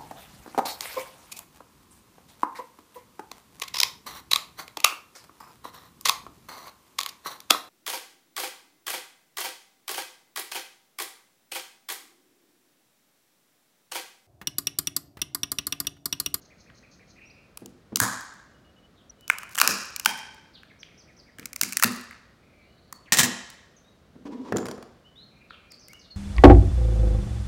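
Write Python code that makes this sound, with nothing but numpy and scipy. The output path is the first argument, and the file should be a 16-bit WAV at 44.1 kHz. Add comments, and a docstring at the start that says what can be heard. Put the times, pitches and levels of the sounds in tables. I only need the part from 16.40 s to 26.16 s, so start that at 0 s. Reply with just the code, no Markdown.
"""A hard plastic card case is prised apart with a screwdriver on a padded desk in a bare, ringing room.
Its ticks and cracks are short filtered pulses; a freed part of the shell rings on as dying tones.
The loose lid bounces as noise bursts with ringing tones, and the screwdriver knocks, ticks and rumbles.
Each blow on the desk gives a dull thud. Small birds sing faintly outside as gliding, rasping whistles;
a short squeak of the blade is a thin whistle too. Behind it all lies the steady noise of room air."""
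import sys
import numpy as np
from scipy import signal
from scipy.fft import rfft, irfft
from scipy.io import wavfile
from scipy.ndimage import uniform_filter1d

SR = 44100
rng = np.random.default_rng(int(sys.argv[2]) if len(sys.argv) > 2 else 0)


def master_out(mix):
    """Clip the mix to full scale and print it as 16-bit PCM to the path in sys.argv[1]."""
    frames = np.transpose(np.atleast_2d(mix))
    ceiling = np.clip(frames, -1, 1)
    pcm = np.round(ceiling * 32767).astype(np.int16)
    wavfile.write(sys.argv[1], SR, pcm)


N = 430416  # length of the scene in samples


def amp(db):
    """Turns decibels into a gain."""
    return 10 ** (np.asarray(db) / 20)


def unit(x):
    """Scales a signal or spectrum to rms 1."""
    return x / np.sqrt(np.mean(abs(x) ** 2) + 1e-20)


def read(points, hz):
    """Reads a table between its points, along a log-frequency axis."""
    f, value = np.transpose(points)
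    return np.interp(np.log(hz + 1), np.log(f + 1), value)


def add(mix, s, sound):
    """Mixes a sound in at time s, cutting off what runs past the end."""
    part = mix[max(round(s * SR), 0):][:len(sound)]
    part += sound[:len(part)]


def clock(size):
    """Gives the time in seconds of each sample."""
    return np.arange(size) / SR


def noise(colour, size):
    """Makes noise of rms 1 whose spectrum has the shape of a colour table."""
    hz = np.fft.rfftfreq(size, 1 / SR)
    white = rfft(rng.standard_normal(size))
    return unit(irfft(white * amp(read(colour, hz)), size))


def fade(t, rise, t60):
    """A quick swell and an exponential decay that loses 60 dB in t60 seconds."""
    return (1 - np.exp(-t / rise)) * np.exp(-np.log(1000) * t / t60)


def sized(x, db, span):
    """Scales a blow so that its first span seconds have the rms level db."""
    return x * amp(db) / np.sqrt(np.mean(x[:int(span * SR)] ** 2) + 1e-20)


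def ring(modes, t, rise, detune=0):
    """Dying tones; every blow lands elsewhere and so weights them differently, and a load may detune them."""
    hz, db, t60 = np.transpose(modes)[:, :, None]
    weight = amp(db + 1.7 * rng.standard_normal(hz.shape))
    hz = hz * (1 + detune * rng.standard_normal(hz.shape))
    tones = np.sin(2 * np.pi * (hz * t + rng.random(hz.shape)))
    return (weight * fade(t, rise, t60) * tones).sum(0)


def resonance(hz, centre_hz, q):
    """The spectrum of a damped resonance with steep skirts."""
    return unit(1 / (1 + 1j * q * (hz / centre_hz - centre_hz / hz)) ** 2)


# the case snapping and clicking under the blade:
# start_s, flex_hz, flex_db, rim_hz, rim_db, crack_hz, crack_db, room_db (thrown into the room)
SNAPS = [(1.173, 1080, -47, 2510, -50, 9430, -35.0, -13), (1.2593, 780, -55, 2850, -58, 6915, -40.5, -14),
         (1.5582, 1400, -37.5, 2960, -36, 5910, -15, -18),
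         (1.5699, 1180, -37.5, 2040, -41, 8200, -25, -5.5), (1.601, 1284, -21, 1605, -20, 8170, -13.5, 2),
         (2.8787, 1370, -51.5, 2530, -49.5, 6230, -35.5, 0),
         (2.8996, 1600, -12, 2102, -16.5, 8000, -22, -15),
         (2.9843, 1570, -43, 2720, -41.5, 8310, -32.5, -9),
         (3.0318, 1280, -37, 2310, -40.5, 5790, -41.5, -10),
         (3.154, 1470, -38, 2940, -39, 7780, -31.5, -10), (3.1773, 1350, -27.5, 2550, -35, 7050, -29, -4),
         (3.184, 1550, -22.5, 2900, -26.5, 6490, -21.5, -6.5),
         (3.1883, 1460, -30.5, 3040, -27.5, 8170, -22.5, -7.5),
         (3.2, 1280, -25.5, 2310, -25.5, 4900, -18, -5.5),
         (3.2082, 1480, -36.5, 2950, -34.5, 7010, -27.5, -8),
         (3.2141, 1297, -11, 2460, -15, 5240, -9.5, -7), (3.2752, 1636, -21, 2490, -22, 6260, -11, -2),
         (3.5619, 1490, -43.0, 2570, -35, 5700, -25.5, -17),
         (3.597, 1140, -45, 2580, -35, 5727, -26.5, -12.5), (3.6485, 1180, -46, 2890, -40, 4820, -30, -5.5),
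         (3.6584, 1470, -21, 2900, -21, 4870, -12.5, -7), (5.0562, 1440, -42.5, 2280, -38, 5970, -29, -19),
         (5.131, 1480, -47, 2290, -41, 6320, -35, -19), (5.161, 1300, -44.5, 2260, -36.5, 6730, -29, -12.5),
         (5.2125, 1380, -27, 2670, -29.5, 5960, -13.5, -8.5),
         (5.2331, 1700, -34, 2240, -26, 6670, -19.5, -11.5),
         (5.3237, 1800, -38.5, 2260, -37.5, 6940, -28.5, -17),
         (5.3308, 1680, -41, 2420, -38, 7750, -30, -17),
         (5.3698, 1870, -25.5, 2360, -37.5, 7460, -15.5, -19),
         (5.397, 1630, -30, 2490, -36.5, 7460, -26.5, -10.5),
         (5.425, 1350, -18, 1800, -20.5, 6830, -17, -7),
         (5.4352, 1406, -15, 2280, -20.0, 11510, -10, -15.5),
         (5.4422, 1754, -20, 2700, -23.5, 4360, -14, -8),
         (6.5257, 1099, -37.5, 1900, -43.5, 7500, -35.5, -11.5)]
# small cracks of the case, and taps of blade and fingers: start_s, tick_db, shell_db
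SMALL_TICKS = [(0.3,-70,-50.5), (1.809,-43,-61), (2.809,-55,-67), (3.1495,-35,-45.5), (3.168,-37,-46.5),
               (4.2324,-59,-46.5), (4.4303,-63,-41), (4.985,-45,-41.5), (4.9958,-40.5,-44.5),
               (5.028,-60,-47), (5.7095,-52,-41.5), (5.728,-62,-46), (7.1016,-42.5,-67), (9.106,-68,-42),
               (9.3194,-47.5,-60), (9.483,-45.5,-57), (9.5324,-45.5,-50.5)]
# the plastic crazing under the lever, ever denser as the strain builds: start_s, end_s, loudest_db
STRAIN = [(2.869, 3.177, -46.5), (4.918, 5.422, -45.5)]
# middle pitches of small ticks, scattered anew for each: flex_hz, rim_hz, crack_hz
TICK_HZ = [1670, 2280, 7000]
TICK_RIM_DB, TICK_ROOM_DB = -8, -6.5  # rim against shell; share sent to the room
CRAZE_RANGE_DB, CRAZE_FLEX_DB = 12.5, -10  # spread of the crackles; shell against tick
# a crack louder than SHED_DB sheds splinters, weaker the later they come
SHED_DB, SPLINTER_DELAY_S, SPLINTER_DB, SPLINTER_FADE_DB_PER_S = -18.5, 0.076, -24, 64


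def case():
    """Fractures, small ticks, crazing and splinters of the plastic: (near sound, what goes to the room)."""
    near, spread = np.zeros(N), np.zeros(N)
    crackle = []  # (s, dB)
    for start, end, db in STRAIN:
        for when, weak in rng.random(size=(18, 2)):
            # the square root crowds the crackles towards the end
            crackle.append((start + (end - start) * np.sqrt(when), db - CRAZE_RANGE_DB * weak))
    for s, *_, db, _ in SNAPS:
        if db > SHED_DB:
            for late in SPLINTER_DELAY_S * rng.exponential(size=7):
                crackle.append((s + late, db + SPLINTER_DB - SPLINTER_FADE_DB_PER_S * late))
    ticks = list(SMALL_TICKS) + [(s, db, db + CRAZE_FLEX_DB) for s, db in crackle]
    rows = list(SNAPS)
    for s, tick_db, shell_db in ticks:
        flex, rim, crack = np.array(TICK_HZ) * 2 ** (0.36 * rng.standard_normal(size=3))
        rows.append((s, flex, shell_db, rim, shell_db + TICK_RIM_DB, crack, tick_db, TICK_ROOM_DB))
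    for s, *resonances, room_db in rows:
        ahead, around = snap(*resonances)
        add(near, s, ahead)
        add(spread, s, around * amp(room_db))
    return near, spread


def snap(flex_hz, flex_db, rim_hz, rim_db, crack_hz, crack_db):
    """A sharp crack rings the rim and flexes the shell: (towards the microphone, into the room)."""
    t, hz = clock(size=2048), np.fft.rfftfreq(2048, 1 / SR) + 1
    hiss = unit(amp(-1.5 * np.log2(hz)) / np.sqrt(1 + (3400 / hz) ** 7))
    parts = [(flex_db, resonance(hz, flex_hz, q=1.9)),
             (rim_db, resonance(hz, rim_hz, q=3.6)),
             (crack_db, 2.8 * hiss + resonance(hz, crack_hz, q=1.2))]
    # bending waves disperse: the treble arrives first
    pulse = np.exp(-4j * np.pi * .0006 * np.sqrt(1500 * hz)) * np.sqrt(0.0027 * SR)
    pulse /= np.sqrt(1 + (330 / hz) ** 8)  # the small shell radiates little bass
    # reflections from the rims ripple the spectrum; towards the room a floor keeps the dips shallow
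    rims = unit(rfft(rng.standard_normal(len(t)) * fade(t, .0001, 0.011)))
    floored = abs(rims) + .5
    both_ways = []
    for ripple in (rims / np.sqrt(floored), floored):
        spectrum = sum(amp(db) * unit(part * ripple) for db, part in parts)
        both_ways.append(irfft(pulse * spectrum))
    return np.array(both_ways) * (t < .02)


# fractures that leave part of the shell free to ring: start_s, level_db
FREED = [(3.66, -28.5)]
# what the freed shell rings with: pitch_hz, level_db, t60_s
SHELL_MODES = [(873.84, -6, 0.038), (1516, 2, 0.021), (2326, 5, 0.0071), (3130, 3.5, 0.014)]


def shell():
    """Where a crack frees an edge, the shell rings on briefly as dying tones."""
    out, t = np.zeros(N), clock(size=4096)
    for s, db in FREED:
        add(out, s, sized(ring(SHELL_MODES, t, rise=0.000082), db, 0.095))
    return signal.sosfilt(signal.butter(2, 600, "high", fs=SR, output="sos"), out)


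# the lid landing on a corner or an edge: start_s, clack_db, desk_thump_db
LID_HITS = [(6.722, -14, -38.5), (6.771, -21, -58), (6.786, -15, -37.5), (6.7916, -14, -35.5),
            (6.832, -18.5, -36.5)]
# what the lid rings with, before a small detuning: pitch_hz, level_db, t60_s
LID_MODES = [(1666, -1, 0.075), (1900.5, 10.5, 0.024), (2116, 0.5, 0.032), (3004, -0.5, 0.02854),
             (3930, -7, 0.09), (5653, -8.5, 0.033), (6800, -15, 0.045), (7270, -1, .04), (7680, -6.5, .025)]
# tone colour of the clack: pitch_hz, level_db
LID_COLOUR = [(60, -48), (300, -16), (900, -4.5), (1900, -4.5), (3000, -1.5), (4500, -2.5), (7800, 1.5),
              (10000, -7.5), (16000, -11)]


def lid():
    """The free lid bounces on its edges: each blow is a noisy clack with the lid's own tones."""
    out, t = np.zeros(N), clock(size=4096)
    for landing, landing_db, _ in LID_HITS:
        for s, db in bounces(landing, landing_db, count=4):
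            clack = unit(noise(LID_COLOUR, size=len(t)) * fade(t, 0.00017, 0.038))
            tones = unit(ring(LID_MODES, t, rise=0.0013, detune=.025))
            add(out, s, sized(clack + amp(-7.0) * tones, db, 0.005))
    return out


# first gap between bounces, the shrinking of each next gap, and the level change per bounce
BOUNCE_S, BOUNCE_SHRINK, BOUNCE_DB = .0085, 0.92, -3.5


def bounces(s, db, count):
    """A landing and its ever quicker, ever weaker rebounds: (s, dB)."""
    blows = []
    for k in range(count):
        waited = BOUNCE_S * np.sum(BOUNCE_SHRINK ** np.arange(k))
        blows.append((s + waited, db + BOUNCE_DB * k))
    return blows


# the screwdriver put down and rocking to rest: start_s, handle_knock_db, shaft_tick_db
TOOL_HITS = [(7.853, -54, -70), (8.1232, -21.5, -43), (8.1616, -27.5, -44), (8.169, -41, -34.5),
             (8.183, -34, -41), (8.228, -39.5, -59), (8.256, -38, -41), (8.266, -43, -43),
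             (8.285, -35, -41), (8.312, -40.5, -40.5), (8.378, -43.5, -60), (8.426, -46, -50)]
# tone colours of the handle's knock, the shaft's tick and the handle's rolling: pitch_hz, level_db
HANDLE_COLOUR = [(150, -20), (350, 5), (600, 3), (900, -1.5), (1400, -2), (2500, -16), (5000, -67)]
SHAFT_COLOUR = [(500, -23), (2500, 2), (4000, 1), (5600, 6), (7200, -4), (10000, -4), (15000, -13)]
ROLL_COLOUR = [(90, -46), (200, -10.5), (255, 12), (320, -8.5), (520, -8.5), (720, -23.5), (950, -11),
               (1400, -27), (6000, -37), (16000, -64)]
# level of the handle's rumble as it rolls unevenly over the desk: time_s, level_db
ROLL_LEVEL = [(7.848, -70), (7.857, -36.5), (7.896, -47.5), (7.922, -37), (7.98, -46), (8.12, -41),
              (8.3, -65)]
SHAFT_HZ, PING_DB, PING_ABOVE_DB = 7100, -14.5, -36  # the steel shaft's ping, and the tick that wakes it


def screwdriver():
    """The handle rolls, knocks and rocks to rest while the steel shaft ticks; only a hard tick makes it ping."""
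    out, t = np.zeros(N), clock(size=4096)
    for s, knock_db, tick_db in TOOL_HITS:
        knock = noise(HANDLE_COLOUR, size=len(t)) * fade(t, 0.00042, 0.028)
        add(out, s, sized(knock, knock_db, 0.0047))
        tick = noise(SHAFT_COLOUR, size=len(t)) * fade(t, 0.00025, 0.02)
        add(out, s, sized(tick, tick_db, 0.0033))
        if tick_db > PING_ABOVE_DB:
            ping = np.sin(2 * np.pi * SHAFT_HZ * t) * fade(t, 0.0003817, 0.009)
            add(out, s, amp(PING_DB) * ping)
    rumble = noise(ROLL_COLOUR, size=N)
    rumble /= np.sqrt(uniform_filter1d(rumble ** 2, size=900))  # evens out its chance swells
    roll_db = np.interp(clock(size=N), *np.transpose(ROLL_LEVEL), left=-np.inf, right=-np.inf)
    return out + rumble * amp(roll_db)


# hand and case bumping the desk: start_s, thud_centre_hz, level_db
THUMPS = [(0.3, 119.6, -62), (1.217, 245, -48.5), (1.521, 210, -42), (1.61, 136, -34.5), (3.228, 430, -44),
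          (3.287, 290, -40.5), (3.668, 260, -49.5), (4.988, 180, -52), (5.224, 200, -45.5),
          (5.446, 205.6, -32.5), (7.754, 255, -52.5)]
# what the desk rings with, before a small detuning: pitch_hz, level_db, t60_s
DESK_MODES = [(116, -3, 0.26), (199.9, -3.5, 0.3), (245.8, 4.5, 0.13)]
LANDING_HZ = 175  # centre of the thud under lid and screwdriver
TOOL_THUMP_DB = -13  # the desk's answer, against the knock of the handle


def desk():
    """Hand, lid and screwdriver each give a dull thud through the cloth, which wakes the desk's tones near it."""
    out, t = np.zeros(N), clock(size=16384)
    hz = np.fft.rfftfreq(len(t), 1 / SR) + 1
    from_lid = [(s, LANDING_HZ, thump_db) for s, _, thump_db in LID_HITS]
    from_tool = [(s, LANDING_HZ, knock_db + TOOL_THUMP_DB) for s, knock_db, _ in TOOL_HITS]
    for s, centre_hz, db in list(THUMPS) + from_lid + from_tool:
        colour = resonance(hz, centre_hz, q=0.8)
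        thud = unit(irfft(rfft(rng.standard_normal(len(t))) * colour) * fade(t, 0.0024, 0.09))
        tones = unit(ring(DESK_MODES, t, rise=0.006, detune=0.014))
        boom = irfft(rfft(tones) * colour) / abs(colour).max()
        add(out, s, sized(thud + amp(3.0) * boom, db, 0.058))
    return signal.sosfilt(signal.butter(2, 60, "high", fs=SR, output="sos"), out)


# a bird alternating a high and a low syllable (rasp and scoop are shares of the pitch):
# first_s, until_s, every_s, high_start_hz, high_end_hz, high_rasp, high_scoop, high_level_db
BIRD_SONG = [(.012, .76, .165, 5400, 5300, .17, 0, -67), (4.386, 4.9, .188, 8400, 4450, .05, .33, -63)]
# single bird calls: start_s, length_s, start_hz, end_hz, level_db
BIRD_NOTES = [(.85,0.058,5400,5900,-69), (0.899,0.018,3666,5200,-64.5), (2.554,0.0709,4300,3170,-72),
              (4.13,0.067,5230,3140,-59.5), (4.295,0.033,2740,1777,-62.5), (6.238,0.16,2730,3024,-80),
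              (6.533,0.044,4560,4400,-62.5), (6.655,0.04,3310,1866,-61), (7.363,0.029,6680,5937,-66),
              (7.441,0.05943,3622,3850,-72), (8.641,0.05665,2804,3070,-65), (8.753,0.097,3358,4250,-59),
              (9.095,0.079,4558,2716,-60.5), (9.301,0.04952,5516,4420,-57), (9.388,0.1,6350,4800,-63),
              (9.482,0.04645,1914,2280,-61), (9.527,0.034957,2680,2930,-59), (9.587,0.095,6120,3830,-63.5),
              (9.701,0.04,4480,4239,-54.5)]
# harsh churrs and trills: start_s, length_s, pitch_hz, level_db
CHURRS = [(0.744, 0.31, 2490, -64.5), (5.977, 0.32, 2300, -73), (6.179, 0.38, 4194, -78),
          (8.879, 0.51, 2420, -71)]
HIGH_LENGTH_S = .056
# the low syllable comes midway between the high ones, each time a little different in pitch
LOW_LENGTH_S, LOW_START_HZ, LOW_END_HZ, LOW_DB = .05, 3650, 1910, -66
LOW_SCOOP, LOW_RASP, LOW_DETUNE = 0.59, 0.05, 0.03  # shares of the pitch
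CLEAR_RASP, RASP_PER_OCTAVE, CHURR_RASP = 0.003, 0.13, 0.06  # shares of the pitch


def birds():
    """A two-note song, single calls and churrs; the farther a single call falls, the more it rasps."""
    out = np.zeros(N)
    for first, until, every, start_hz, end_hz, rasp, scoop, db in BIRD_SONG:
        for s in np.arange(first, until, every):
            add(out, s, amp(db) * whistle(HIGH_LENGTH_S, start_hz, end_hz, rasp, scoop))
            detune = 1 + LOW_DETUNE * rng.standard_normal(size=2)
            start, end = np.array([LOW_START_HZ, LOW_END_HZ]) * detune
            add(out, s + every / 2, amp(LOW_DB) * whistle(LOW_LENGTH_S, start, end, LOW_RASP, LOW_SCOOP))
    for s, length, start_hz, end_hz, db in BIRD_NOTES:
        octaves_fallen = max(np.log2(start_hz / end_hz), 0)
        rasp = CLEAR_RASP + RASP_PER_OCTAVE * octaves_fallen
        add(out, s, amp(db) * whistle(length, start_hz, end_hz, rasp))
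    for s, length, hz, db in CHURRS:
        add(out, s, amp(db) * whistle(length, hz, hz, CHURR_RASP))
    return out


# thin notes: a bird piping, and at 2.696 s a short squeak of the blade:
# start_s, length_s, pitch_hz, level_db
THIN_NOTES = [(2.14, .06, 2915, -74), (2.24, .08, 2900, -70.5), (2.36, .045, 2950, -68),
              (2.422, 0.054, 2960, -68), (2.696, 0.0117, 5860, -48.5), (2.78, .13, 2966, -64),
              (2.92, .21, 2990, -63.5)]


def thin_notes():
    """A bird's piping and a squeak of the blade: thin whistles that hold one pitch and hardly rasp."""
    out = np.zeros(N)
    for s, length, hz, db in THIN_NOTES:
        add(out, s, amp(db) * whistle(length, hz, hz, CLEAR_RASP))
    return out


VIBRATO_HZ = 190.45  # about how fast the pitch shakes; the rate wanders
GLIDE_EASE = 1.9  # a glide starts fast and settles on its last pitch
SCOOP_SHARE = 0.24  # how early in the note the upward scoop happens, as a share of its length


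def whistle(length, start_hz, end_hz, rasp, scoop=0):
    """A gliding whistle of rms 1; a fast, uneven vibrato makes it rasp."""
    u = np.linspace(0, 1, int(length * SR))
    hz = end_hz + (start_hz - end_hz) * (1 - u) ** GLIDE_EASE
    hz *= 1 - scoop * np.exp(-(u / SCOOP_SHARE) ** 2)
    wander = unit(uniform_filter1d(rng.standard_normal(len(u)), size=100))
    rate = VIBRATO_HZ * (1 + .5 * wander)
    shake = unit(np.sin(2 * np.pi * np.cumsum(rate) / SR))
    swell = amp(4.0 * unit(uniform_filter1d(rng.standard_normal(len(u)), size=700)))
    tone = np.sin(2 * np.pi * np.cumsum(hz * (1 + rasp * shake)) / SR)
    return unit(tone * swell * signal.windows.tukey(len(u), .3))


# how long the room rings: pitch_hz, t60_s
ROOM_T60 = [(100, 0.3), (300, 0.52), (700, 0.63), (1600, 0.92), (3000, 0.8), (5500, 0.76), (8000, 0.58),
            (11000, 0.44), (15500, 0.28)]
# tone colour of the room: pitch_hz, level_db
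ROOM_COLOUR = [(100, -3), (300, 14.5), (800, 6.5), (1500, -2.5), (3000, -1.5), (7000, -3.5), (11000, -4.5),
               (15500, -8), (16500, -30)]
# first echoes from walls and ceiling: delay_s, level_db
ECHOES = [(0.013, -23), (0.0129, -20), (0.0156, -19), (0.0289, -23), (.0342, -14.5), (.037, -23.5)]


def room(x, tail_db, gap):
    """Single wall echoes and, after a short gap, a dense tail whose middle pitches ring longest."""
    taps = rng.standard_normal(SR) * (rng.random(SR) < .15)  # one second of random reflections
    hz, t, z = signal.stft(taps, SR, nperseg=256)
    decay = np.exp(-np.log(1000) * t / read(ROOM_T60, hz)[:, None])
    z = z * amp(read(ROOM_COLOUR, hz))[:, None] * decay
    tail = signal.istft(z, SR)[1][:SR]
    age = clock(size=SR) - gap
    # swells in over 10 ms, a little stronger at first
    tail *= np.clip(age / 0.01, 0, 1) * (1 + 0.21 * np.exp(-abs(age) / 0.058))
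    response = amp(tail_db) * tail / np.linalg.norm(tail)
    for delay, db in ECHOES:
        add(response, delay, amp([db]))
    return signal.fftconvolve(x, response)[:N]


# tone colour of the quiet room air: pitch_hz, level_db (per Hz, only the shape counts)
AIR = [(15, -32.5), (25, -12.5), (60, 3), (120, 0.5), (200, 1), (400, -6), (600, -6), (900, -15),
       (1300, -12.5), (2500, -21), (4200, -22), (7500, -31), (15000, -38)]
AIR_DB = -60.5


def air():
    """Quiet room air: steady noise, strongest in the bass."""
    return amp(AIR_DB) * noise(AIR, size=N)


def scene():
    """Mixes every source directly, all but the thin notes also through the room, and adds the air."""
    near, spread = case()
    ringing, clatter, tool, boom, song = shell(), lid(), screwdriver(), desk(), birds()
    direct = near + ringing + clatter + tool + boom + thin_notes() + amp(2.5) * song
    send = spread + amp(-6.5) * ringing + amp(-9) * clatter + amp(-9.0) * tool
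    send = send + amp(-11.5) * boom + song
    return (direct + room(send, tail_db=-2.0, gap=0.0092) + air())[None]


EDGE_HZ = 16300  # upper limit of the treble


def record(dry):
    """Lifts the level a little and rounds off the sharpest peaks; then limits the treble."""
    held = 1.4001 * np.tanh(dry / 1.1184)
    lowpass = signal.firwin(255, EDGE_HZ, window=("kaiser", 9), fs=SR)
    return signal.oaconvolve(held, lowpass[None], "same")


dry = scene()
out = record(dry)
master_out(out)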